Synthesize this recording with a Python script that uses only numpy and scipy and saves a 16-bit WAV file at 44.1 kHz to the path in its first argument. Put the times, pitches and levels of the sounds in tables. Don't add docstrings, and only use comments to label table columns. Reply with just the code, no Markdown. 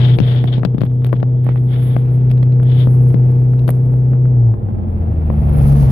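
import sys
import numpy as np
from scipy import signal
from scipy.io import wavfile
from scipy.ndimage import uniform_filter1d, minimum_filter1d

SR = 44100
rng = np.random.default_rng(int(sys.argv[2]) if len(sys.argv) > 2 else 0)


def to_wav(s):
    ch = np.atleast_2d(s).T
    pcm = np.round(np.clip(ch, -1, 1) * 32767)
    wavfile.write(sys.argv[1], SR, pcm.astype(np.int16))


N = 260631

# time in seconds, rate in Hz.
FIRING_RATE = [(0, 123.7), (1.5, 125.2), (2.3, 125.8), (3.5, 125.5), (4.1, 126.8), (4.3, 126.4),
               (4.52, 113), (4.6, 101), (4.72, 92.4), (4.9, 86), (5.3, 76.5), (5.5, 72.7), (5.7, 69.8),
               (5.91, 68)]
# frequency in Hz, level in dB.
DRONE_PATH = [(68, -16), (74.5, -15), (83.5, -18), (94, -23), (105, -30), (111.5, -12), (116, -9),
              (125, -11), (136, -10.5), (139.5, -8.5), (142, -14), (145.5, -18), (153, -22), (163, -29),
              (172, -35), (210, -42), (245, -34)]
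# time in seconds, level change in dB.
DRONE_SWELL = [(0, 2.5), (.14, 3.5), (.25, 0.5), (.8, -4), (1.05, -1.4), (2, -1), (2.3, 1), (3.1, 3),
               (3.7, -.5), (4.3, 1)]
# multiple of the firing rate, level in dB re cabin level.
CYCLE_ORDERS = [(.25, 6), (.5, 8), (.75, 9), (.875, 5), (1.125, 7), (1.25, 13), (1.5, 2), (1.75, 6),
                (2.25, 1), (2.5, 0), (2.75, 4), (2.875, 3.5), (3.125, -1), (3.25, 0), (3.5, -2),
                (3.75, 6.5)]
# time in seconds, cabin level in dB, treble tilt in dB per two octaves,
# level of the road rumble under the floor in dB.
CABIN_LEVELS = [(0, -40.5, 4, -44), (.5, -45, -0.5, -39), (1, -47, -5.5, -40.5), (2, -45, 8, -36),
                (2.5, -45, 4.5, -35), (3.06, -42, 4, -34), (3.6, -44.5, 4, -33), (4.2, -44, 1, -32),
                (4.6, -42.5, -4, -26.5), (5.3, -40, 3.5, -23.5), (5.6, -34.5, 5, -17.5),
                (5.91, -35, 5.5, -16)]
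# frequency in Hz, density in dB per Hz.
CABIN_COLOUR = [(60, -12), (100, 6.5), (200, -4), (350, -17), (500, -13.5), (720, -17), (950, -29),
                (1500, -38.5), (2400, -44), (3300, -55), (5000, -64), (7000, -92.5)]
# frequency in Hz, side minus mid in dB.
CABIN_SIDE = [(60, -10), (150, -16), (250, -2.5), (500, -8), (1000, 7.5), (2000, -0.5), (6000, 1)]
# frequency in Hz, width in Hz, level in dB re cabin level before the boom change.
CABIN_MODES = [(112, 16, 9), (216, 14, 4), (345, 22, -7), (455, 20, -10)]
# start, strongest moment and end in seconds, left and right port level in dB.
FINGER_SLIDES = [(-.15, -0.013, 0.152, -25.5, -45.5), (0.173, 0.284, 0.43, -31.5, -37),
                 (0.466, 0.482, .51, -33, -43), (0.519, 0.527, 0.58, -32.5, -54.5),
                 (0.636, .66, 0.66, -50.5, -52.5), (0.804, .82, 0.83, -44, -41.5),
                 (0.844, 0.868, 0.85, -44.5, -39), (1.046, 1.072, 1.07, -48, -40.5),
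                 (1.144, 1.168, 1.165, -45.5, -48), (1.416, 1.506, 1.53, -51, -39),
                 (1.55, 1.583, 1.585, -54, -43.5), (1.673, 1.724, 2.02, -43.5, -42.5),
                 (2.638, 2.724, 2.75, -38.5, -51.5), (2.74, 2.81, 2.855, -33, -49.5)]
# time in seconds, port hiss in dB, broad rush in dB.
AIR_LEVELS = [(0, -59, -66), (.3, -59, -76), (.66, -75.5, -86), (1, -68.5, -80.5), (1.4, -74, -88),
              (1.6, -65.5, -86), (1.87, -51, -77.5), (2.09, -62.5, -84.5), (2.55, -71, -86.5),
              (2.88, -53.5, -67), (3.18, -60.5, -69.5), (3.5, -66, -70.5), (3.68, -57.5, -67),
              (3.98, -66.5, -78.5), (4.77, -76.5, -97), (5.42, -59, -66), (5.58, -48.5, -62),
              (5.62, -43.5, -50.5), (5.76, -45, -48.5), (5.91, -52, -53.5)]
# deepest moment in seconds, level change in dB.
DRONE_DIPS = [(.175, -8), (0.194, -15.5), (.45, -2.5), (.648, -12.5), (0.784, -16), (.84, -5), (1.149, -5),
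              (1.225, -4.5), (3.14, -7.5), (3.7, -2)]
# start in seconds, overall level in dB, left minus right in dB, then thump, crack
# and port tick, each in dB re the overall level.
KNOCKS = [(.187, -13, 21, -0.5, -5, -28), (.202, -10, 32, 13, 0, -23), (.348, -26.5, 9.5, 3.5, -15, -30),
          (.441, -19, -17, 7.5, -10.5, -22.5), (0.456, -34, 7, -3.5, 5, -26.5),
          (0.581, -25.5, -23, 12, -7.5, -22), (0.595, -31.5, -2, 4, -4, -25),
          (.633, -16.5, 18, -1.5, -19, -35), (.65, -7, 14.5, 8.5, 3.5, -21),
          (.746, -33.5, 25.5, 23.5, -14, -40), (0.782, -30.5, 21, 17.5, 1, -31),
          (.808, -29.5, 14, 9, 2, -30), (.816, -19, 26, 11, -5.5, -19), (.835, -25, 29, 17, -12, -22),
          (0.852, -31, -8, 3, -7, -9.5), (.916, -37, -9, -2, -17, -15.5), (1.022, -35.5, 15, -2, -9, -22),
          (1.046, -25.5, 11, 5, 0, -8), (1.066, -30, 12, -5, -4, -1), (1.073, -39.5, 8, 12, -5, -8),
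          (1.093, -38, 10, 10.5, 1, -16), (1.129, -10, 15, -14, -20, -26),
          (1.138, -23.5, 21.5, 9.5, -23, -40), (1.202, -38, 16, 4, 0, -30), (1.229, -17, 26.5, 4, -12, -33),
          (1.444, -44.5, 1, -1, -0.5, 8.5), (1.466, -23, -21, 3.5, -27, -19),
          (1.49, -18, -13, 0.5, -15.5, -26), (1.559, -23, -15, -15, -30, -28),
          (1.965, -16.5, 13, 3.5, -17, -21), (2.302, -41, 8, -0.5, 6, -12), (2.313, -28, 20, -6, 3, -5),
          (2.378, -44, 11, 0, 9, -4), (2.429, -28.5, -24, 9.5, 0.5, -11), (2.522, -45, 10, -3, 9.5, -16),
          (2.6, -27, -5, -4, -24.5, -38), (2.631, -30, 11.5, 6, -4, -5.5),
          (2.872, -21, 11.5, 13, -12.5, -23), (3.103, -45.5, 5, -0.5, 6.5, -10.5),
          (3.143, -18, 20, 13.5, -10, -40), (3.535, -33, -5.5, 10, -13.5, -30.5),
          (3.593, -44, 7, -2, 11, -12), (3.679, -23.5, 34, -5, -1.5, -2), (3.685, -25, 20, 9, -7, -14),
          (3.691, -13.5, 8.5, -13, -19.5, -8), (3.704, -26.5, -9.5, -4, -0.5, 6.5),
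          (3.939, -32, 7.5, 13, -21, -24), (4.134, -26, 15.5, 3, -32, -31.5),
          (4.255, -30, 7.5, -4.5, -24, -22), (4.54, -32, 22.5, 8.5, -28, -50),
          (4.687, -37, 9, 20, -40.5, -60), (4.786, -38.5, -5, 15.5, -33, -32),
          (5.301, -17, 19, -8, -44, -58), (5.495, -27, 3, 4, -30, -10)]

PORT_LAG_S = 0.00022
DIP_FALL_S, DIP_RISE_S = 0.028, 0.035
LIFT_S, LIFT_TAKES_S = 4.3, 0.28
COAST_UNEVEN_DB = -7
CRUISE_BOOM_DB, COAST_BOOM_DB = -2.5, 9
BOOM_FADES_S, BOOM_FADE_DB_PER_S = 4.93, -7.5
BODY_HZ, BODY_SPREAD = 604, 0.16
HISS_PAN_DB = -3.5
TOP_HZ = 15900


def undb(db):
    return np.exp(np.asarray(db) * (np.log(10) / 20))


def curves(table):
    seconds, *columns = np.transpose(table)
    return [np.interp(np.arange(N) / SR, seconds, column) for column in columns]


def at(table, hz):
    table_hz, values = np.transpose(table)
    return np.interp(np.log(hz), np.log(np.maximum(table_hz, 1)), values)


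def unit(x):
    return x / np.sqrt(np.mean(x ** 2))


def band(x, hz, width, order=3):
    half = width / hz / 2
    edges = hz * (np.sqrt(1 + half ** 2) + np.array([-1, 1]) * half)
    edges = np.minimum(edges, .48 * SR)
    return signal.sosfilt(signal.butter(order, edges, "band", fs=SR, output="sos"), x)


def walk(rate):
    hold = int(SR / rate)
    steps = np.repeat(rng.standard_normal(N // hold + 1), hold)
    return 1.19 * uniform_filter1d(uniform_filter1d(steps, hold), hold)[:N]


def pan(db):
    left = undb(db)
    return 2 * np.array([left, np.ones_like(left)]) / (1 + left)


def mid_side(mid, side):
    return mid + side * np.array([[1], [-1]])


def engine(cabin_db):
    (hz,), (swell_db,) = curves(FIRING_RATE), curves(DRONE_SWELL)
    turn = 2 * np.pi * np.cumsum(hz) / SR
    firing_db = at(DRONE_PATH, hz) + swell_db + drone_dips() + 0.067 * walk(40)
    out = undb(firing_db) * np.sin(turn + 0.054 * walk(37))
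    octave_db = at(DRONE_PATH, 2 * hz) + 1.5 * walk(20)
    out += undb(octave_db) * np.sin(2 * turn + 0.6 * walk(15))
    uneven_db = cabin_db + COAST_UNEVEN_DB * coasting_share()
    for multiple, db in CYCLE_ORDERS:
        waver_db, slip = 1.4 * walk(10), .25 * walk(10)
        phase = multiple * turn + 2 * np.pi * rng.random() + slip
        out += undb(uneven_db + db + waver_db) * np.sin(phase)
    return np.sqrt(2) * out, turn


def cabin(cabin_db, bright_db, rumble_db, turn):
    out, swell = 0, walk(18)
    puff = 1 + 0.19 * np.cos(turn) + 0.16 * np.cos(turn / 4)
    for hz in 60 * 2 ** (np.arange(22) / 3):
        mid, side = unit(band(rng.standard_normal((2, N)), hz, hz / 4))
        db = at(CABIN_COLOUR, hz) + 10 * np.log10(hz) - 15.0
        db = db + bright_db * max(np.log2(hz / 700), 0) / 2
        flicker_db = 0.81 * swell + 0.49 * walk(7.9)
        out = out + undb(db + flicker_db) * mid_side(mid, undb(at(CABIN_SIDE, hz)) * side)
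    out = puff * out
    fade_db = BOOM_FADE_DB_PER_S * np.clip(np.arange(N) / SR - BOOM_FADES_S, 0, .6)
    boom_db = CRUISE_BOOM_DB + (COAST_BOOM_DB - CRUISE_BOOM_DB) * coasting_share() + fade_db
    for hz, width, db in CABIN_MODES:
        mid, side = unit(band(rng.standard_normal((2, N)), hz, width, order=2))
        out = out + undb(db + boom_db) * mid_side(mid, undb(at(CABIN_SIDE, hz)) * side)
    mid, side = unit(band(rng.standard_normal((2, N)), 44, 34))
    return undb(cabin_db) * out + undb(rumble_db) * mid_side(mid, 0.24 * side)


def finger_rubs():
    t, slide = np.arange(N) / SR, np.zeros((2, N))
    for start, top, end, *db in FINGER_SLIDES:
        shape = np.interp(t, (start, top, end, end + 0.018), (0.0086, 0.96, 0.27, 0.0014))
        slide += undb(db)[:, None] * shape
    grain_db = 2.0 * rng.exponential(size=(2, N)) + 2.0 * walk(90)
    grains = rng.standard_normal((2, N)) * undb(grain_db)
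    ring = unit(band(grains, 3335, 610, order=2)) * np.array([[.95], [.1]])
    body = unit(band(grains, 1500, 1300)) * np.array([[.6], [.9]])
    body += 0.1 * unit(band(grains, 3520, 2200, order=4))
    body += 0.8 * unit(band(grains, 600, 280, order=2))
    return slide * (ring + body)


def air():
    hiss_db, rush_db = curves(AIR_LEVELS)
    gust_db = 2.8 * walk(55) + 1.4 * np.array([walk(7.5), walk(8.6)])
    flow = rng.standard_normal((2, N)) * undb(gust_db)
    hiss = unit(band(flow, 10600, 2000)) + 0.5 * unit(band(flow, 13800, 4000))
    rush = unit(band(flow, 3500, 4500))
    return hiss * undb(hiss_db) * pan(np.array([HISS_PAN_DB])) + undb(rush_db) * rush


def drone_dips():
    t = np.arange(N) / SR
    dips = [np.interp(t, (s - DIP_FALL_S, s, s + DIP_RISE_S), (0, db, 0)) for s, db in DRONE_DIPS]
    return np.min(dips, axis=0)


def decay(t, t60):
    return np.exp(-np.log(1000) * t / t60)


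def knocks():
    length = 4096
    out, t = np.zeros((2, N + length)), np.arange(length) / SR

    def ring(hz, t60):
        return decay(t, t60) * np.sin(2 * np.pi * hz * t)

    chance = rng.standard_normal((len(KNOCKS), 2, length))
    for (s, db, pan_db, thump_db, crack_db, tick_db), noise in zip(KNOCKS, chance):
        hz = BODY_HZ * (1 + BODY_SPREAD * np.tanh(noise[0, -1]))
        burst = noise * decay(t, 0.019)
        body = ring(hz, 0.01) + .5 * ring(1.99 * hz, 0.0034) + band(burst, hz, 830, order=2)
        body = band(body, 750, 2400)
        crack = undb(crack_db) * band(burst + 1.5 * ring(3180, 0.0011), 2200, 2800)
        thump = 1.26 * ring(180, 0.043) + 0.5 * ring(250, 0.029) + 0.5 * band(burst, 300, 490, order=2)
        thump = undb(thump_db) * band(thump, 210, 600, order=2)
        tick = undb(tick_db) * band(burst, 11320, 4400)
        knock = (thump + crack - 1.9 * body) * pan(np.array([pan_db]))
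        knock = knock + tick * pan(np.array([pan_db / 4 - 8.0]))
        i = int(s * SR)
        out[:, i:i + length] += undb(db) * knock
    return out[:, :N]


def coasting_share():
    return np.clip((np.arange(N) / SR - LIFT_S) / LIFT_TAKES_S, 0, 1)


def scene():
    cabin_db, bright_db, rumble_db = curves(CABIN_LEVELS)
    drone, turn = engine(cabin_db)
    late = np.interp(np.arange(N) - PORT_LAG_S * SR, np.arange(N), drone)
    out = np.array([drone, late]) * pan(np.array([1.2]))
    out = out + cabin(cabin_db, bright_db, rumble_db, turn)
    return out + finger_rubs() + air() + knocks()


def record(dry):
    dry = signal.sosfilt(signal.butter(2, 36, "high", fs=SR, output="sos"), dry)
    need = np.minimum(1, 0.93 / (np.abs(dry).max(axis=0) + 1e-9))
    ahead = int(0.008 * SR)
    gain = uniform_filter1d(minimum_filter1d(need, size=ahead), size=ahead)
    return signal.sosfilt(signal.ellip(8, .2, 70, TOP_HZ, fs=SR, output="sos"), gain * dry)


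dry = scene()
out = record(dry)
to_wav(out)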